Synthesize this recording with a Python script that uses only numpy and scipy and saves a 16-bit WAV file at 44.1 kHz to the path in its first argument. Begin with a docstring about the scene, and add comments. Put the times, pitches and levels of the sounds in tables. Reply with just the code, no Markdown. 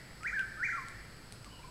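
"""A faint echo fades in a wood at night, over a low rumble, a soft hiss and a thin steady whine.
Then a nightjar whistles two slurred phrases; the trunks scatter each into a long echo.
Drops strike nearby leaves, which ring for an instant under a bright splash,
and near the end faint birds answer from far away with short, rough whistles."""
import sys
import numpy as np
from scipy import signal
from scipy.fft import rfft, irfft
from scipy.io import wavfile
from scipy.ndimage import uniform_filter1d

SR = 44100
rng = np.random.default_rng(int(sys.argv[2]) if len(sys.argv) > 2 else 0)


def file_out(sig):
    """Save sig as 16-bit WAV at sys.argv[1]."""
    # one column per channel
    cols = np.atleast_2d(sig).T
    # limit, then scale
    lim = np.clip(cols, -1, 1)
    pcm = np.round(lim * 32767).astype(np.int16)
    wavfile.write(sys.argv[1], SR, pcm)


N = 74970
T = np.arange(N) / SR
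WOOD_T60_S = 1.37  # time for the long echo among the trunks to fall 60 dB


def undb(db):
    """Amplitude ratio: tenfold for every 20 dB."""
    return 10 ** (np.asarray(db) / 20)


def shaped(gain):
    """Spectral shaping: white noise weighted by gain(hz), scaled to rms 1."""
    hz = np.maximum(np.fft.rfftfreq(N, 1 / SR), 1)
    noise = irfft(rfft(rng.standard_normal(N)) * gain(hz), N)
    return noise / np.std(noise)


def coloured(points):
    """Coloured noise: its spectrum joins (frequency_hz, relative_db) points over log frequency."""
    hz, db = np.array(points).T
    return shaped(lambda f: undb(np.interp(np.log(f), np.log(hz), db)))


def band(centre_hz, width_hz):
    """Band-limited noise under a Gaussian curve; centred on 0 Hz it is a random waver."""
    return shaped(lambda f: np.exp(-.5 * ((f - centre_hz) / width_hz) ** 2))


def smooth(x, seconds):
    """A moving average acts as a low-pass, rounding corners."""
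    return uniform_filter1d(x, max(int(seconds * SR), 1), mode="nearest")


def wavering_phase(pitch_hz, depth, rate_hz):
    """Random frequency modulation: phase is the integral of a pitch that wavers by an rms fraction."""
    wavering_hz = pitch_hz * (1 + depth * band(0, rate_hz))
    return 2 * np.pi * np.cumsum(wavering_hz) / SR


def echo(x, t60_s, build_s=0.0013):
    """Diffuse reverberation: countless returns from trunks and leaves build up, then decay."""
    response = rng.standard_normal(N) * undb(-60 * T / t60_s) * (1 - np.exp(-T / build_s))
    return signal.fftconvolve(x, response / np.linalg.norm(response))[:N]


def night_air():
    """Superposition of steady sounds: broadband rumble and hiss, and a narrowband whine."""
    # spectrum of the rumble: frequency_hz, relative_db
    rumble_spectrum = [(15, -3), (28, -3), (38, -15), (52, 5.5), (72, -17), (92, -4.5), (108, -2),
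                       (125, -4.5), (170, -7), (240, -13.5), (380, -16), (600, -20), (900, -24.5),
                       (1600, -72)]
    # spectrum of the hiss: frequency_hz, relative_db
    hiss_spectrum = [(400, -3.5), (900, 1.5), (1150, 2.5), (1350, 7), (1700, 1.5), (2300, 0), (2900, -1.5),
                     (3700, -4.5), (4500, 3), (5200, 1), (5700, -9.5), (8500, -7.5), (11500, -11.5),
                     (13500, -18), (15800, -22)]
    # thin high tones: pitch_hz, rms_level_db
    whine_tones = [(7870, -70), (7876, -84), (5350, -77.5)]
    whine = undb(-86) * band(7790, width_hz=57)  # faint halo just below the highest tones
    for pitch_hz, rms_level_db in whine_tones:
        phase = wavering_phase(pitch_hz, depth=0.00096, rate_hz=21)
        whine += undb(rms_level_db) * np.sqrt(2) * np.sin(phase)
    rumble = undb(-52.5) * coloured(rumble_spectrum)
    hiss = undb(-57.5) * coloured(hiss_spectrum)
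    return rumble + hiss + whine


def fading_echo():
    """Exponential decay: noise in the song's band, the echo of an earlier phrase among the trees."""
    # spectrum of the echo: frequency_hz, relative_db
    echo_spectrum = [(1100, -59), (1450, -9), (1900, 5.5), (2300, -1), (2650, -40)]
    return undb(-56) * coloured(echo_spectrum) * undb(-60 * T / WOOD_T60_S)


def far_birds():
    """Faint gliding whistles from deep in the wood, roughened by fast frequency modulation."""
    # distant calls: start_s, length_s, start_hz, end_hz, level_db
    far_calls = [(1.454, 0.032, 1350, 968, -52.5), (1.48, 0.15, 2950, 2914, -58),
                 (1.525, 0.03, 1065, 960, -56), (1.586, 0.029, 960, 893, -54),
                 (1.623, .025, 2420, 2310, -56), (1.635, 0.024, 1015, 1060, -49),
                 (1.674, 0.023, 1000, 960, -51.5)]
    calls = np.zeros(N)
    for start_s, length_s, start_hz, end_hz, level_db in far_calls:
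        progress = np.clip((T - start_s) / length_s, 0, 1)
        glide_hz = start_hz + (end_hz - start_hz) * progress
        phase = wavering_phase(glide_hz, depth=.035, rate_hz=110)
        calls += undb(level_db) * np.sin(np.pi * progress) * np.sin(phase)
    return calls + undb(-5) * echo(calls, t60_s=.3)


def leaf_drops():
    """Impact excitation: each drop gives a heavily damped leaf resonance and a bright splash."""
    # drops on leaves: start_s, level_db, ring_hz, decay_s, splash_relative_db, cutoff_hz
    impacts = [(0.233, -39.5, 2380, 0.0011, -2.5, 8540), (.3935, -32, 2590, 0.0015, -15, 11800),
               (0.8848, -45.5, 2400, 0.00077, 6.5, 10500), (1.3238, -48, 4000, 0.00046, 15, 12400),
               (1.4453, -36.5, 2600, 0.00093, -1.5, 8440)]
    # spectrum of the splash: frequency_hz, relative_db
    splash_spectrum = [(300, -18), (1500, -6), (4800, 4), (6500, -1), (8700, 4.5), (11500, 1.5),
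                       (14000, -33)]
    ring_width_octaves = 0.36
    ticks = np.zeros(N)
    for start_s, level_db, ring_hz, decay_s, splash_relative_db, cutoff_hz in impacts:
        envelope = (T >= start_s) * np.exp(-np.maximum(T - start_s, 0) / decay_s)
        ring = band(ring_hz, ring_hz * ring_width_octaves * np.log(2))
        splash = undb(splash_relative_db) * coloured(splash_spectrum)
        lowpass = signal.butter(6, cutoff_hz, fs=SR, output="sos")
        ticks += signal.sosfilt(lowpass, undb(level_db) * envelope * (ring + splash))
    return ticks + undb(-6.5) * echo(ticks, t60_s=0.19)


def trunk_scattering(song):
    """Scattering: high tones return from the trunks; longer waves pass with little echo."""
    scatter_from_hz = 1260
    highpass = signal.butter(4, scatter_from_hz, "highpass", fs=SR, output="sos")
    scattered = signal.sosfilt(highpass, song)
    first_returns = undb(-4) * echo(scattered, t60_s=0.41)
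    tail = undb(-6.5) * echo(scattered, WOOD_T60_S, build_s=0.018)
    return first_returns + tail


def nightjar():
    """A sliding, nearly pure tone with weak harmonics, heard as direct plus scattered sound."""
    # whistled notes, one contour each: time_s, pitch_hz, relative_db
    notes = [
        [(.203, 1230, -58), (.228, 1273, -49), (.248, 1420, -37.5), (.257, 1634, -33.5), (.266, 1952, -32.5),
         (.279, 2395, -35), (.286, 2398, -39), (.296, 1928, -39), (.304, 1700, -41)],
        [(.311, 1239, -52), (.326, 1364, -43), (.336, 1588, -33.5), (.346, 1788, -35), (.361, 1762, -34),
         (.378, 1564, -31), (.406, 1568, -31), (.420, 1464, -41), (.435, 1300, -48.5)],
        [(.571, 1213, -55), (.598, 1371, -40.5), (.620, 1506, -36), (.635, 1898, -28), (.650, 2370, -33.5),
         (.658, 2419, -34.5), (.666, 2215, -35), (.674, 1768, -33.5), (.681, 1410, -43)],
        [(.684, 1380, -40.5), (.692, 1551, -32.5), (.701, 1958, -33.5), (.710, 2162, -39.5),
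         (.720, 1872, -33.5), (.730, 1367, -38), (.756, 1366, -36), (.770, 1245, -46.5), (.786, 1094, -38),
         (.806, 1059, -48), (.838, 1020, -48.5)],
    ]
    slur_s, edge_s, song_gain_db = 0.0058, 0.0044, 1
    waver_depth, waver_rate_hz = 0.0032, 105
    third_from_hz, third_spread_hz = 1820, 70  # the third harmonic comes in on the high parts
    whistle, overtones = np.zeros(N), np.zeros(N)
    for note in notes:
        time_s, pitch_hz, relative_db = np.array(note).T
        glide_hz = smooth(np.interp(T, time_s, pitch_hz), slur_s)
        glide_hz *= 1 + waver_depth * band(0, waver_rate_hz)
        phase = 2 * np.pi * np.cumsum(glide_hz) / SR
        sounding = 1. * ((T > time_s[0]) & (T < time_s[-1]))
        gate = smooth(smooth(sounding, edge_s), edge_s)
        envelope = gate * undb(np.interp(T, time_s, relative_db) + song_gain_db)
        third_share = .5 + .5 * np.tanh((glide_hz - third_from_hz) / third_spread_hz)
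        second = undb(-33.5) * np.sin(2 * phase)
        third = third_share * undb(-21.5) * np.sin(3 * phase)
        whistle += envelope * np.sin(phase)
        overtones += envelope * (second + third)
    direct = whistle + undb(-10) * overtones  # overtones arrive mostly by way of the trees
    return direct + trunk_scattering(whistle + overtones)


def scene():
    """Superposition: the pressures of all sources add at one spot in the wood."""
    return (night_air() + fading_echo() + far_birds() + leaf_drops() + nightjar())[None]


def record(dry):
    """Band limiting: a steep elliptic low-pass removes the highest treble."""
    cutoff_hz = 15800
    return signal.sosfilt(signal.ellip(10, .2, 70, cutoff_hz, fs=SR, output="sos"), dry)


dry = scene()
out = record(dry)
file_out(out)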